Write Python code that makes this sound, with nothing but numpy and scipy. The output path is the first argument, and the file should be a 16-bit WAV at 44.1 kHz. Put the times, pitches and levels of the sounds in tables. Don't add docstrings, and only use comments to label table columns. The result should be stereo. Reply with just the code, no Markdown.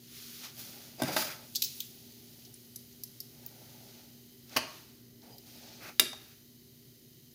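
import sys
import numpy as np
from scipy import signal
from scipy.fft import rfft, irfft
from scipy.io import wavfile
from scipy.ndimage import uniform_filter1d

SR = 44100
rng = np.random.default_rng(int(sys.argv[2]) if len(sys.argv) > 2 else 0)


def generate_wav(sig):
    pcm = np.round(np.clip(np.atleast_2d(sig).T, -1, 1) * 32767).astype(np.int16)
    wavfile.write(sys.argv[1], SR, pcm)


N = 323694
TIME = np.arange(N) / SR
BLOW = SR // 4


def undb(db):
    return 10 ** (np.asarray(db) / 20)


def level(x, db):
    return x * undb(db) / np.sqrt(np.mean(x ** 2))


def peak1(x):
    return x / np.max(np.abs(x))


def sides(pan_db):
    return np.array([[pan_db], [-pan_db]]) / 2


def read(table, size):
    hz, value = np.transpose(table)
    return np.interp(np.log(np.fft.rfftfreq(size, 1 / SR) + 1), np.log(hz), value)


def colour(x, table):
    size = 2048
    cepstrum = irfft(read(table, size) * np.log(10) / 20)
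    cepstrum[1:size // 2] *= 2
    cepstrum[size // 2 + 1:] = 0
    taps = irfft(np.exp(rfft(cepstrum)))
    taps = taps.reshape((1,) * (x.ndim - 1) + (-1,))
    return signal.oaconvolve(x, taps, axes=-1)[..., :x.shape[-1]]


def band(x, lo_hz, hi_hz):
    return signal.sosfilt(signal.butter(2, [lo_hz, hi_hz], "band", fs=SR, output="sos"), x)


def highpass(x, order, hz):
    return signal.sosfilt(signal.butter(order, hz, "high", fs=SR, output="sos"), x)


def walk(rate):
    hold = int(SR / rate)
    steps = np.repeat(rng.standard_normal(N // hold + 1), hold)
    return 1.3 * uniform_filter1d(uniform_filter1d(steps, hold), hold)[:N]


def grain(rough_db, rate):
    return rng.standard_normal((2, N)) * undb(rough_db * walk(rate))


def late(lag_ms, size):
    delay_ms = (1 + np.array([[lag_ms], [-lag_ms]])) / 2
    return np.exp(-2j * np.pi * np.fft.rfftfreq(size, 1 / SR) * delay_ms / 1000)


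def rattle(ms, rise_ms=0.9, lag_ms=0., shared=0.35):
    t = np.arange(BLOW) / SR
    rise = 1 - np.exp(-(t * 1000 / rise_ms) ** 2)
    shape = np.exp(-t / (ms / 1000)) * rise
    push = rfft(shape * rng.standard_normal((3, BLOW)))
    both = np.sqrt(shared) * push[0] + np.sqrt(1 - shared) * push[1:]
    return irfft(both * late(lag_ms, BLOW), BLOW)


def touch_at(lag_ms):
    return irfft(late(lag_ms, BLOW), BLOW)


def ring(push, modes):
    t = np.arange(BLOW) / SR
    hz, db, t60 = np.transpose(modes)[:, :, None]
    phase, uneven = rng.standard_normal((2, 2, len(modes), 1))
    swing = np.sin(2 * np.pi * hz * t + phase / 2) * np.exp(-np.log(1000) * t / t60)
    body = np.sum(undb(db + 2.0 * uneven) * swing, axis=1)
    return peak1(signal.fftconvolve(push, body, axes=1)[:, :BLOW])


def add(out, s, sound, db, pan_db):
    i = int(s * SR)
    out[:, i:i + sound.shape[1]] += (sound * undb(db + sides(pan_db)))[:, :N - i]


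# (frequency [Hz], relative gain [dB])
RUMBLE_SPECTRUM = [(18, -27.5), (30, -13.5), (70, -12), (118, -5.5), (141, -0.5), (183, -13.5), (239, -4.5),
                   (289, -16), (345, -10), (390, -8), (449, -16.5), (661, -23), (802, -30), (1680, -33.5),
                   (2000, -24), (2600, -63.5), (4400, -120)]
RUMBLE_DB, MAINS_HZ = -60, 60
# (level [dB rms], left minus right [dB])
MAINS_LINES = [(-65.5, 3.5), (-63, -5.5), (-74, -1)]
# (frequency [Hz], level [dB rms], left minus right [dB])
MOTOR_LINE = (397, -73.5, -7)
# (frequency [Hz], correlation [-], used within 0 to 1)
PORT_CORRELATION = [(60, 0.99), (130, 0.94), (290, 0.93), (640, -0.71), (1410, -2.2), (3100, -0.04),
                    (6820, -0.08), (15000, -0.03)]
# (frequency [Hz], left minus right [dB])
STEADY_LEAN = [(60, 2), (110, 1.5), (200, -2), (380, -8.5), (700, 5.5), (1290, 4), (2380, 12.5),
               (4400, 5.5), (8120, 0.0), (15000, 4.0)]


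def kitchen():
    like = np.clip(read(PORT_CORRELATION, N), 0, 1)
    lean_db = read(STEADY_LEAN, N)
    mid, side = rfft(rng.standard_normal((2, N))) * undb(read(RUMBLE_SPECTRUM, N))
    mid, side = mid * np.sqrt(1 + like), side * np.sqrt(1 - like)
    rumble = irfft([(mid + side) * undb(lean_db / 2), (mid - side) * undb(-lean_db / 2)], N)
    lines = [(k * MAINS_HZ, *row) for k, row in zip((2, 4, 5), MAINS_LINES)] + [MOTOR_LINE]
    hum = np.zeros((2, N))
    for hz, db, pan_db in lines:
        gain = np.sqrt(2) * undb(db + 0.83 * walk(3) + sides(pan_db))
        hum += gain * np.sin(2 * np.pi * (hz * TIME + rng.random()))
    return level(rumble, RUMBLE_DB) + hum


# (frequency [Hz], relative gain [dB])
SIZZLE_SPECTRUM = [(880, -33), (1500, -14.5), (2100, -9), (2660, -9.5), (3080, 1), (3430, -6.5),
                   (3860, 1.5), (5090, 2), (5560, -3), (6260, 2.5), (7850, -8), (14900, 4), (15800, -10)]
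SIZZLE_DB = -56.5
# (time [s], level [dB])
SIZZLE_DIP = [(0, 0), (4.7, 0), (4.98, -2), (5.18, -3), (5.35, 0), (7.4, 0)]


def sizzle():
    lean_db = read(STEADY_LEAN, N)
    spectrum_db = read(SIZZLE_SPECTRUM, N) + np.array([lean_db, -lean_db]) / 2
    fizz = irfft(rfft(grain(0.56, 500)) * undb(spectrum_db), N)
    return level(fizz, SIZZLE_DB) * undb(np.interp(TIME, *np.transpose(SIZZLE_DIP)))


# (frequency [Hz], relative gain [dB])
RUSTLE_SPECTRUM = [(1180, -39.5), (2000, -14.5), (2670, -8.5), (3410, -4.5), (3690, -5), (4420, -3),
                   (6280, -5.5), (7490, -16), (8500, -16.5), (11000, -51), (18700, -120)]
HISS_SPECTRUM = [(4120, -35), (7000, -2), (7520, -13), (10300, -2), (11700, -3), (14200, -0.5),
                 (15100, 5.5), (15800, -25.5)]
DRAG_SPECTRUM = [(47, -39.5), (80, -11), (237, -3), (522, -9), (557, -5), (709, -5.5), (774, -6), (864, -6),
                 (1100, -25.5), (1430, -58), (2420, -120)]
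SCRAPE_SPECTRUM = [(530, -31), (900, -13), (1070, -14.5), (1130, -7), (1510, -3.5), (1650, -6.5),
                   (2600, -4.5), (3380, -37.5), (5720, -120)]
# (full at [s], swell [s per 20 dB], hold [s], fade [s per 20 dB],
# rustle [dB], fine hiss [dB], low drag [dB], scrape [dB], singing steel [dB], left minus right [dB])
RUBS = [(.165, .2, .25, .12, -49, -49.5, -75, -61, -70, 2),
        (.445, .06, .01, .1, -43, -48, -56, -51, -70, .5),
        (.592, .08, .01, .3, -47, -45, -60, -58, -70, 1.5),
        (.7, .2, .13, .5, -52.5, -54, -60, -62, -70, .5), (1.0, .03, .04, .05, -50, -54, -46, -51, -50, -2),
        (1.05, .04, .085, .06, -43, -45, -39, -43, -48, -1),
        (1.175, .07, .055, .065, -32.5, -32, -43, -40, -39, 0),
        (1.29, .1, .03, .08, -45, -45.5, -52, -45, -50, 0),
        (1.36, .1, .08, .15, -55, -58, -59, -61, -70, 0),
        (1.62, .3, .2, .25, -51.5, -48, -73, -70, -70, 1.5),
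        (1.95, .2, .5, .4, -59.5, -59, -70.5, -75, -80, 0), (2.6, .2, .75, .2, -67, -64, -79, -78, -80, 7),
        (3.43, .2, .3, .7, -62, -59.5, -61, -68, -80, 2),
        (3.92, .9, .08, .3, -58.5, -62, -66, -68, -80, -3),
        (4.53, .06, .04, .05, -50, -56, -56, -53, -70, -2), (4.68, .1, .1, .3, -55, -58, -72, -62, -75, -3),
        (5.23, .02, .03, .1, -66, -68, -59, -66, -80, 6), (5.28, .06, .04, .09, -66, -66, -52, -72, -66, 7),
        (5.325, .01, .035, .015, -75, -75, -70, -80, -61, 1),
        (5.47, .03, .1, .3, -58, -58, -62, -68, -75, -1),
        (5.645, .3, .1, .3, -53.5, -65, -59, -63, -75, -3),
        (5.83, .04, .065, .05, -50, -54, -51, -47.5, -75, 4),
        (6.2, .2, .12, .15, -58, -60, -77, -64, -80, 0)]
SING_HZ, SING_WIDTH_HZ = 4880, 200
SMOOTH_DB = -52
JUDDER, JUDDER_RATE = .11, 70


def rubbing():
    power, low = np.zeros((4, 2, N)), np.zeros(N)
    for s, swell_s, hold_s, fade_s, rustle_db, hiss_db, drag_db, scrape_db, steel_db, pan_db in RUBS:
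        slope = np.minimum((TIME - s) / swell_s, (s + hold_s - TIME) / fade_s)
        shape = undb(20 * np.minimum(0, slope)) ** 2
        register_db = np.array([rustle_db, hiss_db, scrape_db, steel_db])[:, None, None]
        power += undb(register_db + sides(pan_db)) ** 2 * shape
        low += undb(drag_db) ** 2 * shape
    rustle = level(colour(grain(1.15, 300), RUSTLE_SPECTRUM), 0)
    hiss = level(colour(grain(0.72, 400), HISS_SPECTRUM), 0)
    scrape = level(colour(grain(0.6, 200), SCRAPE_SPECTRUM), 0)
    half_hz = SING_WIDTH_HZ / 2
    steel = level(band(grain(3.0, 120), SING_HZ - half_hz, SING_HZ + half_hz), 0)
    slips = grain(2.5, 90)
    slips = slips + 0.6 * slips.mean(axis=0)
    drag = level(colour(slips, DRAG_SPECTRUM), 0)
    rustle_level_db = 10 * np.log10(power[0].mean(axis=0) + 1e-18)
    hard_db = np.maximum(rustle_level_db - SMOOTH_DB, 0)
    judder = undb(JUDDER * hard_db * walk(JUDDER_RATE))
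    fine = np.sum(np.sqrt(power) * [rustle, hiss, scrape, steel], axis=0)
    return judder * (fine + np.sqrt(low) * drag)


# (frequency [Hz], relative gain [dB])
CRACK_SPECTRUM = [(590, -64), (1000, -24.5), (2220, -9), (3230, -10.5), (3700, -2), (4230, -12),
                  (4840, -7.5), (8500, -23), (11000, -63), (18700, -120)]
# (frequency [Hz], level [dB], t60 [s])
TONG_MODES = [(1380, -16, .07), (1995, -11, .04), (2312, -5, .05), (2805, -5, .045), (3235, -16, .05),
              (3720, 3, .034), (4820, 2, .02), (5740, -20, .08), (6580, -17, .05), (7600, -18, .04),
              (8315, -15, .05), (9845, -16, .07), (10030, -11, .04), (11520, -16, .08), (12720, -12, .05),
              (13965, -11, .035), (14540, -12, .03)]
# (frequency [Hz], level [dB], t60 [s])
PAN_MODES = [(127, -6, 0.077), (305.3, -6.5, 0.23), (364, -10.5, 0.14), (602, -3.5, .07),
             (644.3, -0.5, 0.091), (732, -4, 0.065), (850, -3.5, 0.079), (960, -5, .06),
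             (1100, -5.5, 0.045), (1550, -1, 0.067), (1950, 1, 0.071), (2940, -1.5, .045)]
# (time [s], crack [dB], steel ring [dB], thud [dB], pan ring [dB],
# left minus right [dB], thud pitch [Hz], treble relative to crack [dB], rattle decay [ms])
TONG_KNOCKS = [(0.4405, -42, -48, -47, -60, 6, 1190, -9, 16), (.9988, -37, -42, -33, -41, 2, 700, -5, 3.2),
               (1.0191, -23.5, -33, -24.5, -19.5, 4, 207, 1.5, 3.7),
               (1.033, -26.5, -28, -27.5, -29.5, 7, 187, 1, 2),
               (1.0814, -31, -28, -33, -35, -5, 716, -6, 12), (1.1636, -18, -24, -20, -19, 5, 1170, 1, 3.9),
               (1.2209, -30, -36, -30, -38, 4, 1500, -5, 3.5),
               (5.9955, -5, -1.5, -31, -32, 2, 310, -0.5, 4.25),
               (6.013, -44, -43, -33, -31, -3, 320, -4, 14), (6.1294, -30, -42, -37, -47, 0, 780, -12, 2.8)]
KNOCK_LAG_MS = -.025


def knocks():
    out = np.zeros((2, N))
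    for s, crack_db, steel_db, thud_db, ring_db, pan_db, hz, treble_db, ms in TONG_KNOCKS:
        push, touch = rattle(ms, lag_ms=KNOCK_LAG_MS), touch_at(KNOCK_LAG_MS)
        treble = undb(treble_db) * peak1(band(push, 8800, 15000))
        crack = peak1(colour(push, CRACK_SPECTRUM)) + treble
        steel = band(ring(touch, TONG_MODES), 1100, 18000)
        thud = peak1(band(rattle(1.8 * ms, rise_ms=1.6, shared=.95), 0.69 * hz, 1.37 * hz))
        pan = ring(band(touch, 210, 1630), PAN_MODES)
        contact = undb(crack_db) * crack + undb(steel_db) * steel
        beneath = undb(thud_db) * thud + undb(ring_db) * pan
        add(out, s, contact + beneath, 0, pan_db)
    return out


# (frequency [Hz], t60 [s])
ROOM_DECAY = [(200, 0.58), (1000, 0.57), (4000, 0.43), (9000, 0.33), (15000, 0.11)]
ROOM_DB = -9


def room(x):
    t = np.arange(int(.7 * SR)) / SR
    hz, t60 = np.transpose(ROOM_DECAY)
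    tail = np.zeros((2, len(t)))
    for f in 125 * 2. ** np.arange(8):
        octave = band(rng.standard_normal((2, len(t))), f / np.sqrt(2), min(f * np.sqrt(2), .45 * SR))
        tail += octave * np.exp(-np.log(1000) * t / np.interp(np.log(f), np.log(hz), t60))
    tail *= 1 - np.exp(-(t / .003) ** 2)
    tail /= np.sqrt(np.sum(tail ** 2) / 2)
    return undb(ROOM_DB) * signal.oaconvolve(x, tail, axes=1)[:, :N]


# (share of the tick's pitch [-], level [dB])
TIP_MODES = [(.94, -7), (1, 0), (1.08, -8), (1.145, -9)]
# (time [s], ring [dB], pitch [Hz], noise [dB], snap [dB], snap pitch [Hz],
# left minus right [dB], rattle decay [ms], rise [ms])
TIP_TICKS = [(1.1636, -21, 4700, -30, -30, 12700, 3, 3.5, .3),
             (1.184, -23, 4820, -35, -28, 12700, -2, 4, 1), (1.5495, -31, 4200, -26, -36, 12100, -8, 8, .2),
             (1.5563, -24, 4800, -19, -16, 14000, 0, 4, .22),
             (1.5624, -27, 5230, -20, -21, 12200, 3, 4.8, .44),
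             (1.6183, -24, 4150, -13.5, -10, 12700, -2.5, 5.6, 2.9),
             (1.6188, -29, 2790, -31, -36, 12000, 5, 4, 1.5),
             (1.637, -36, 4840, -25, -17, 14900, 4, 6.5, .33),
             (1.642, -26.5, 5560, -23.5, -20, 14900, 3, 13, .34),
             (1.8022, -27, 3950, -22, -21, 14500, -2, 4.1, .93),
             (2.4495, -48, 5400, -43, -43, 15200, -5, 7.2, .32),
             (2.5406, -42, 6300, -45, -35, 10200, 2.5, 2.5, .18),
             (2.759, -35.5, 5360, -33, -22, 11700, 2, 3.7, .12),
             (2.9257, -48, 5730, -47, -52, 14700, -4, 3.3, .15),
             (3.035, -31.5, 5330, -36, -24, 12400, 7, 3.7, .12),
             (3.202, -32, 5400, -34, -22.5, 12500, .5, 4.7, .2),
             (3.4617, -46, 6300, -43, -20, 14500, 5, 2.3, .1),
             (4.4942, -42, 4830, -44, -50, 13100, 0, 4.1, .15),
             (5.218, -47, 4700, -47, -56, 13300, 4, 3, .15),
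             (5.3813, -39, 5050, -46, -32, 12700, 2, 3.4, .15)]
TICK_LAG_MS = .035


def ticks():
    out = np.zeros((2, N))
    for s, ring_db, hz, noise_db, snap_db, snap_hz, pan_db, ms, rise_ms in TIP_TICKS:
        push = rattle(ms, rise_ms, TICK_LAG_MS)
        modes = [(share * hz, mode_db, .016) for share, mode_db in TIP_MODES]
        edge = band(ring(push, modes), hz / 2, 9000)
        noise = peak1(band(band(push, .72 * hz, 7000), .6 * hz, 7300))
        snap = peak1(band(push, 0.91 * snap_hz, 1.11 * snap_hz))
        sound = undb(ring_db) * edge + undb(noise_db) * noise + undb(snap_db) * snap
        add(out, s, sound, 0, pan_db)
    return out


# (frequency [Hz], relative gain [dB])
SLAP_SPECTRUM = [(53, -45), (90, -11.5), (758, -6.5), (900, -0.5), (1320, -7.5), (1960, -2.5), (2120, -11),
                 (2980, -1), (3410, -15), (4280, -5), (6400, -8), (7250, -23), (8500, -25), (11000, -47.5),
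                 (18700, -120)]
# (time [s], level [dB], left minus right [dB], decay [ms], rise [ms],
# treble relative to clap [dB], pan ring relative to clap [dB])
BREAD_SLAPS = [(4.562, -11, 1.5, 5.9, 2.5, -9, -11.5), (4.570, -12.5, 2, 6.2, 0.21, -3.5, -9),
               (4.578, -25, 3.5, 4.9, 1.7, -17, -10)]


def slaps():
    out = np.zeros((2, N))
    for s, db, pan_db, ms, rise_ms, treble_db, ring_db in BREAD_SLAPS:
        push = rattle(ms, rise_ms, lag_ms=-0.081)
        treble = undb(treble_db) * peak1(band(push, 9300, 16500))
        clap = peak1(colour(push, SLAP_SPECTRUM)) + treble
        pan = undb(ring_db) * ring(touch_at(-0.0014), PAN_MODES)
        add(out, s, clap + pan, db, pan_db)
    return out


def ports(x):
    mid, side = (x[0] + x[1]) / 2, (x[0] - x[1]) / 2
    side = highpass(side, 1, 260)
    return np.array([mid + side, mid - side])


def scene():
    near, loud = ticks(), knocks() + slaps()
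    hits = near + loud + room(loud + undb(-1.5) * near)
    return ports(hits + rubbing()) + sizzle() + kitchen()


EDGE_HZ, TOP_HZ = 15900, 16600


def record(dry):
    peak_db = 20 * np.log10(np.abs(dry).max(axis=0) + 1e-9)
    over_db = np.maximum(peak_db + 8, 0)
    held_db = np.maximum(np.maximum.accumulate(over_db + 0.14 * TIME) - 0.32 * TIME, 0)
    held_db = held_db * (np.maximum.accumulate(over_db) > 0)
    cut_db = uniform_filter1d(np.roll(0.21 * held_db, 441), 441)
    wet = highpass(dry * undb(-cut_db), 2, 48)
    wet = signal.sosfilt(signal.ellip(8, .2, 28, EDGE_HZ, fs=SR, output="sos"), wet)
    wet = signal.sosfilt(signal.ellip(10, .2, 70, TOP_HZ, fs=SR, output="sos"), wet)
    return np.clip(wet, -1, 1)


dry = scene()
out = record(dry)
generate_wav(out)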